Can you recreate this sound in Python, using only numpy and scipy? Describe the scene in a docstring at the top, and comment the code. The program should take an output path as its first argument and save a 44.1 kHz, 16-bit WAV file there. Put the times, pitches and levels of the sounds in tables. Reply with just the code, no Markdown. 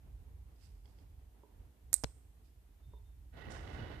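"""A battery spot welder fires once in a quiet workshop: a small snap, a loud ringing one, then two
dull pops close by. Impulses make the snaps and pops; random sparks add crackle and fizz.
Before that, hands rustle and tick on the cell and its metal tab. A wavering low rumble runs throughout,
with a few far knocks and a faint squeak. Near the end something is dragged: a rough noise rasp,
resonances rung by dense slips, two thin squeals and a low judder."""
import sys
import numpy as np
from scipy import signal
from scipy.fft import rfft, irfft
from scipy.io import wavfile
from scipy.ndimage import uniform_filter1d

SR = 44100
rng = np.random.default_rng(int(sys.argv[2]) if len(sys.argv) > 2 else 0)


def inscribe(sig):
    """Save sig as 16-bit PCM at rate SR to the path in sys.argv[1].

    A 1-D sig is mono; a 2-D sig holds one channel per row.
    Samples are clipped to [-1, 1] before scaling.
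    """
    pcm = np.round(np.clip(np.atleast_2d(sig).T, -1, 1) * 32767)
    wavfile.write(sys.argv[1], SR, pcm.astype(np.int16))


N = 176400
T = np.arange(N) / SR
HZ = np.maximum(np.fft.rfftfreq(2 * N, 1 / SR), 1)

# left-right likeness of noise: (frequency [Hz], correlation [1])
CORRELATION = [(60, 1), (150, 0.61), (300, 0.89), (600, 0.18), (1200, 0), (14000, 0.045)]
# background envelopes: (time [s], level [dB])
RUMBLE_LEVEL = [(0, -60.5), (.14, -48), (.26, -54), (.36, -50), (.6, -58.5), (.73, -52), (.92, -58),
                (1.21, -54), (1.47, -67), (1.6, -52.5), (1.69, -58.5), (1.74, -71), (1.80, -70),
                (1.84, -54), (2.3, -59), (2.8, -60), (2.87, -50), (3.05, -54.5), (4, -50)]
AIR_LEVEL = [(0, -71.5), (.8, -72), (1.5, -72), (1.9, -72), (2.6, -75.5), (3.3, -75)]
# background spectra: (frequency [Hz], gain [dB])
RUMBLE_COLOUR = [(20, -53), (30, -32.5), (42, 1), (58, 4), (80, -5.5), (115, -12), (170, -26), (400, -64.5)]
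AIR_COLOUR = [(60, -12), (130, -0.5), (210, -4), (290, -2), (340, -6.5), (410, -5), (560, -12.5),
              (760, -10), (980, -14.5), (1150, -18.5), (3000, -27), (8000, -50.5)]
HISS_COLOUR = [(500, 0), (2000, 2), (3500, 1), (5000, -2), (8000, -1), (11000, 0.6), (14000, 2)]

# finger rubs: (time [s], level [dB], attack [s], t60 [s])
RUSTLES = [(.64, -71, 0.042, 0.48), (.858, -81, 0.0078, 0.044), (.89, -78.5, 0.022, 0.4),
           (.988, -84, 0.0069, .07), (1.01, -85, 0.015, .3), (2.456, -79.5, .01, 0.28)]
# rub spectrum: (frequency [Hz], gain [dB])
RUSTLE_COLOUR = [(400, -12), (800, -16), (1500, -3), (2100, -3), (2700, -0.5), (3350, -3.5), (4400, 0.5),
                 (4950, 7), (5600, -0.5), (6600, -5), (8000, 0), (9000, -5), (13000, -12)]
# tab hits the cell: (time [s], level [dB])
TAB_TICKS = [(.625, -69), (.645, -77), (.857, -63.5), (.878, -71), (.987, -69)]
# tab modes: (frequency [Hz], gain [dB], t60 [s])
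TAB_MODES = [(2120, -5.5, 0.016), (3340, -1.5, 0.018), (4530, -6, 0.026), (4880, -9, 0.033)]

# far impacts: (time [s], level [dB])
KNOCKS = [(0.853, -73.5), (1.246, -82), (1.346, -75), (1.435, -61), (2.936, -60)]
# struck body: (frequency [Hz], gain [dB], t60 [s])
KNOCK_MODES = [(240, -15, 0.05), (419, 4.5, 0.071), (560, 0.5, 0.034), (901, -2.5, 0.081),
               (970.6, -1.5, 0.055), (1120, -23, 0.023)]

# weld impulses: (time [s], level [dB])
SNAPS = [(1.9306, -8.5), (1.9412, -10)]
# spectra of each snap, sparks, spatter and room send: (frequency [Hz], gain [dB])
SNAP_COLOURS = [
    [(60, -14.5), (400, -1.5), (2000, 0), (3100, -16), (4200, -3), (5200, -6), (7100, 15.5), (8600, 5.5),
     (10000, 10), (11000, 5), (12200, 12.5), (14000, 2.5)],
    [(60, -12.5), (400, -2), (2000, -2), (2800, -6), (3250, -21), (3750, 1), (5000, 0.5), (6300, 14),
     (7300, 19), (8200, 29.5), (8700, 31.5), (9400, 21), (10000, 21.5), (11000, 8), (12300, 15),
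     (14000, 1.5)],
]
CRACKLE_COLOUR = [(500, -12.5), (3000, -17), (4200, 5), (6800, -0.5), (9000, -5.5), (14000, -10)]
FIZZ_COLOUR = [(200, -3.5), (1000, -6.5), (3000, -7), (4300, -1.5), (5000, 8), (6000, 3), (9800, 0.5),
               (11500, 0.5), (14000, -9)]
SNAP_TAIL_COLOUR = [(3000, 4), (4200, 6), (5000, 5.5), (6300, -2), (7400, 0.5), (8100, 3), (8700, -4),
                    (9600, -1.5), (12000, -5.5)]
# machine and bench reflections: (delay [s], gain [dB])
ECHOES = [(.0015, -20), (.0027, -14.5), (.0032, -14.5), (.0063, -24.5), (.0072, -26), (.0110, -27.5),
          (.0222, -28.5), (.0242, -31)]
# high ring lingering after the loud snap: (frequency [Hz], gain [dB], t60 [s])
SNAP_RING_MODES = [(8450, -45.5, .55), (8685, -48, 0.48)]
# weld's left channel against its right: (frequency [Hz], gain [dB])
WELD_LEFT_COLOUR = [(100, -1.5), (800, -6.5), (2000, -21.5), (4500, -16), (8500, -29.5), (12000, -26),
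                    (14000, -18.5)]

# pop impulses: (time [s], left [dB], right [dB], crack delay [s], crack gain [dB])
POPS = [(2.0370, -21, 0, 0.0013, -4), (2.0426, 0, -26, 0.00015, 0.5)]
# spectra of the pop body and each crack: (frequency [Hz], gain [dB])
POP_COLOUR = [(20, -23), (60, 1), (130, 10), (250, 7.5), (450, 5.5), (1000, -2), (1600, -7), (2500, -28),
              (15000, -33)]
CRACK_COLOURS = [
    [(300, -6), (3700, -12.5), (4400, -12), (5400, 2), (7000, -7.5), (8400, -5.5), (9500, -13),
     (13000, -17), (15000, -28)],
    [(300, -19), (1500, -6.5), (4500, -6.5), (5800, -8.5), (7000, -12), (8500, -24), (10500, -26),
     (14000, -41)],
]
# hollow ring and faint high one: (frequency [Hz], level [dB], t60 [s])
POP_MODES = [(439, -39.5, 0.036), (4110, -55, 0.063)]

# squeak, drag pressure and judder envelopes: (time [s], level [dB])
SQUEAK_LEVEL = [(2.78, -105), (2.85, -78), (2.885, -88), (2.92, -82.5), (2.98, -74.5), (3.005, -112),
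                (3.06, -81), (3.11, -88), (3.22, -105)]
DRAG_PRESSURE = [(3.31, -100), (3.332, -70), (3.345, -63.5), (3.39, -57.5), (3.48, -57), (3.53, -54.5),
                 (3.65, -57.5), (3.75, -54), (3.85, -55), (3.94, -56.5), (4.0, -59)]
JUDDER_LEVEL = [(3.31, -80.5), (3.345, -57), (3.38, -57), (3.43, -56), (3.485, -45), (3.55, -53),
                (3.65, -52), (3.77, -47), (3.81, -41.5), (3.85, -46), (3.94, -50), (4.0, -54.5)]
# drag spectra: (frequency [Hz], gain [dB])
RASP_COLOUR = [(120, -15), (290, -6), (460, -5), (770, -4.5), (1050, -10.5), (2000, -10), (2400, -18),
               (3600, -17.5), (5000, -27), (8000, -41.5), (11000, -43.5), (14000, -57.5)]
JUDDER_COLOUR = [(25, -40.5), (45, -9.5), (65, 9), (125, 1.5), (200, -8), (300, -5.5), (500, -17),
                 (1000, -42.5), (4000, -73.5)]
CATCH_COLOUR = [(1500, -18), (4000, -3.5), (5200, 8), (8000, 2), (10000, -3), (14000, -23)]
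# resonances: (frequency [Hz], width [Hz], gain [dB], swell time [s], half-width [s], swell [dB])
DRAG_MODES = [(1478, 22, -10, 3.82, 0.036, 2), (2046, 39.7, -15, 3.40, 0.069, 4),
              (2643, 16, -19, 3.45, 0.037, 11)]
# squeals: (frequency [Hz], gain [dB], swell time [s], half-width [s], swell [dB])
DRAG_SQUEALS = [(1920, -15.5, 3.44, 0.085, 9), (2940, -18.5, 3.9, 0.22, 6)]
# gritty catches: (time [s], level [dB], attack [s], t60 [s])
CATCHES = [(3.51, -60, 0.005, 0.077), (3.521, -58.5, 0.0023, 0.028), (3.545, -64.5, 0.016, 0.5),
           (3.735, -73.5, 0.049, 0.37)]


def from_db(db):
    """Decibels to gain."""
    return 10 ** (np.asarray(db) / 20)


def rms_one(x):
    """Scale to unit rms."""
    return x / np.sqrt(np.mean(x ** 2) + 1e-30)


def even(x):
    """Hold the rms near 1 over an 80 ms window."""
    return x / np.sqrt(uniform_filter1d(np.mean(x ** 2, axis=0), size=3500) + 1e-12)


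def level(rows):
    """Gain curve from (time [s], level [dB])."""
    return from_db(np.interp(T, *np.transpose(rows)))


def at_hz(points):
    """Interpolate a table over log frequency."""
    hz, value = np.transpose(points)
    return np.interp(np.log(HZ), np.log(hz), value)


def pan(db):
    """Stereo gains, mean 1, for a left-minus-right level."""
    gains = from_db([[db / 2], [-db / 2]])
    return gains / gains.mean()


def colour(x, points):
    """Minimum-phase filter from (frequency [Hz], gain [dB])."""
    cepstrum = irfft(np.log(from_db(at_hz(points))))
    cepstrum[1:N] *= 2
    cepstrum[N + 1:] = 0
    return irfft(rfft(x, 2 * N) * np.exp(rfft(cepstrum)))[..., :N]


def click(time_s, db=0):
    """One impulse."""
    return from_db(db) * (np.arange(N) == int(time_s * SR))


def impulses(per_s):
    """Random stereo impulses of uneven size."""
    return rng.standard_normal((2, N)) * (rng.random(N) < per_s / SR)


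def resonance(x, hz, width_hz):
    """Two-pole band-pass, unit peak gain."""
    r = np.exp(-np.pi * width_hz / SR)
    feedback = [1, -2 * r * np.cos(2 * np.pi * hz / SR), r * r]
    return signal.lfilter(np.array([1, 0, -1]) * (1 - r * r) / 2, feedback, x + 1e-18)


def ring(x, hz, t60_s):
    """One mode: a unit impulse starts a decaying unit sine."""
    r, w = from_db(-60 / (t60_s * SR)), 2 * np.pi * hz / SR
    return signal.lfilter([0, np.sin(w)], [1, -2 * r * np.cos(w), r * r], x + 1e-18)


def ring_modes(x, modes):
    """Sum of modes driven by x."""
    return sum(from_db(db) * ring(x, hz, t60_s) for hz, db, t60_s in modes)


def drift(rate_hz):
    """Low-passed random control signal, unit rms."""
    return rms_one(irfft(rfft(rng.standard_normal(2 * N)) / (1 + (HZ / rate_hz) ** 2))[:N])


def noise(points):
    """Coloured stereo noise, unit rms, correlated in the bass."""
    mid, side = rfft(rng.standard_normal((2, 2 * N)))
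    alike = np.clip(at_hz(CORRELATION), -1, 1)
    both = np.sqrt(1 + alike) * mid + np.sqrt(1 - alike) * side * [[1], [-1]]
    return rms_one(irfft(both * from_db(at_hz(points)))[:, :N])


def room(x, db, t60_s):
    """Diffuse stereo tail with a 5 ms build-up."""
    tail = rng.standard_normal((2, N)) * from_db(-60 * T / t60_s) * (1 - np.exp(-T / .005))
    response = rms_one(tail) / np.sqrt(N)
    return from_db(db) * signal.fftconvolve(np.atleast_2d(x), response, axes=1)[:, :N]


def burst(time_s, db, attack_s, t60_s):
    """Envelope: rises 9 dB per attack_s, peaks at time_s, decays."""
    drop_db = np.where(T < time_s, 9 * (time_s - T) / attack_s, 60 * (T - time_s) / t60_s)
    return from_db(db - drop_db.clip(0, 200))


def swell(db, time_s, half_width_s, swell_db):
    """Steady gain with one Gaussian rise in dB."""
    return from_db(db + swell_db * np.exp(-((T - time_s) / half_width_s) ** 2))


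def workshop(hum_hz=56.4, hum_db=-69.5, hiss_db=-76):
    """Wavering rumble and hum, room air, faint hiss."""
    rumble = level(RUMBLE_LEVEL) * even(noise(RUMBLE_COLOUR))
    hum = from_db(hum_db) * np.sin(2 * np.pi * np.cumsum(hum_hz * (1 + .04 * drift(6.4))) / SR)
    air = level(AIR_LEVEL) * from_db(2 * drift(9)) * noise(AIR_COLOUR)
    hiss = from_db(hiss_db) * noise(HISS_COLOUR)
    return pan(db=-3) * (rumble + hum) + pan(db=-4) * air + hiss


def handling():
    """Fingers rub the metal tab; it ticks against the cell and rings."""
    rub = sum(burst(*row) for row in RUSTLES) * noise(RUSTLE_COLOUR) * from_db(2 * drift(150))
    touches = sum(click(*row) for row in TAB_TICKS)
    return pan(db=-20) * (rub + ring_modes(touches, TAB_MODES))


def knocks():
    """Dull impacts ring a hollow body across the room."""
    hits = colour(sum(click(*row) for row in KNOCKS), [(1100, -0.5), (2000, -18)])
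    body = ring_modes(hits, KNOCK_MODES)
    return pan(db=-7.5) * (body + room(body, db=-4, t60_s=0.33))


def weld():
    """Two snaps on the right: sparks crackle as current flows; a high ring lingers, spatter fizzes."""
    snaps = sum(colour(click(*row), shape) for row, shape in zip(SNAPS, SNAP_COLOURS))
    echoes = sum(from_db(db) * np.roll(snaps, int(delay_s * SR)) for delay_s, db in ECHOES)
    high_ring = ring_modes(click(*SNAPS[-1]), SNAP_RING_MODES)
    spatter = impulses(per_s=450) * burst(SNAPS[-1][0], db=-38, attack_s=.004, t60_s=0.45)
    fizz = colour(spatter, FIZZ_COLOUR)
    current = sum(burst(time_s, db=-26, attack_s=.0015, t60_s=.04) for time_s, _ in SNAPS)
    crackle = colour(impulses(per_s=3800) * current, CRACKLE_COLOUR)
    send = colour(snaps, SNAP_TAIL_COLOUR)
    tails = room(send, db=-30, t60_s=0.76) + room(send, db=-20, t60_s=0.25)
    left, right = snaps + echoes + high_ring + crackle + fizz + tails
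    return np.array([colour(left, WELD_LEFT_COLOUR), right])


def pops(bass_lag_hz=240):
    """Two dull pops with chirping cracks over a low boom: a push on the right, a pull on the left."""
    direct = 0
    for row, crack_colour, sign in zip(POPS, CRACK_COLOURS, (1, -1)):
        time_s, left_db, right_db, delay_s, crack_db = row
        body = colour(click(time_s), POP_COLOUR)
        crack = colour(click(time_s + delay_s, crack_db), crack_colour)
        direct = direct + sign * from_db([[left_db], [right_db]]) * (body + crack)
    # all-passes: the bass and a narrow treble band arrive late
    direct = direct - 2 * signal.lfilter(*signal.butter(1, bass_lag_hz, fs=SR), direct)
    direct = direct - 2 * resonance(direct, hz=3980, width_hz=340)
    boom = pan(db=-11) * ring(click(POPS[0][0], db=-36.5), hz=58.6, t60_s=0.16)
    rings = ring_modes(click(POPS[1][0]), POP_MODES)
    rattle = room(direct, db=-8.5, t60_s=0.008)
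    return direct + rings + rattle + room(direct, db=-24, t60_s=0.37) + boom


def squeak(hz=3612):
    """Faint wavering tone that comes and goes."""
    pitch_hz = hz * (1 + 0.0051 * drift(50))
    return pan(db=-4.5) * level(SQUEAK_LEVEL) * np.sin(2 * np.pi * np.cumsum(pitch_hz) / SR)


def squeal(hz, flutter_db=1.15):
    """Rough sustained sine; pitch and level waver."""
    flutter = from_db(flutter_db * drift(30))
    roughness = 1 + .7 * drift(45)
    pitch_hz = hz * (1 + .004 * drift(90))
    tone = roughness * np.sin(2 * np.pi * np.cumsum(pitch_hz) / SR)
    return flutter * even(np.atleast_2d(tone))


def drag(rasp_db=1):
    """Scrape: rasp, slip-rung resonances and squeals follow the pressure, with grit and low judder."""
    slips = impulses(per_s=2000)
    rings = sum(swell(*shape) * even(resonance(slips, hz, width_hz))
                for hz, width_hz, *shape in DRAG_MODES)
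    squeals = sum(swell(*shape) * squeal(hz) for hz, *shape in DRAG_SQUEALS)
    rasp = from_db(rasp_db + 1.8 * drift(77)) * noise(RASP_COLOUR)
    judder = level(JUDDER_LEVEL) * noise(JUDDER_COLOUR) * from_db(1.8 * drift(44))
    grit = sum(burst(*row) for row in CATCHES) * noise(CATCH_COLOUR) * from_db(1.3 * drift(300))
    scrape = level(DRAG_PRESSURE) * (rasp + rings + squeals)
    return pan(db=-11) * (scrape + grit) + pan(db=-1.5) * judder


def scene():
    """Stereo sum of all sources."""
    return weld() + pops() + knocks() + handling() + squeak() + drag() + workshop()


def record(dry, low_cut_hz=20, high_cut_hz=14400):
    """Gentle low cut, steep high cut."""
    thinned = signal.sosfilt(signal.butter(2, low_cut_hz, "high", fs=SR, output="sos"), dry)
    return signal.sosfilt(signal.ellip(10, .2, 60, high_cut_hz, fs=SR, output="sos"), thinned)


dry = scene()
out = record(dry)
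inscribe(out)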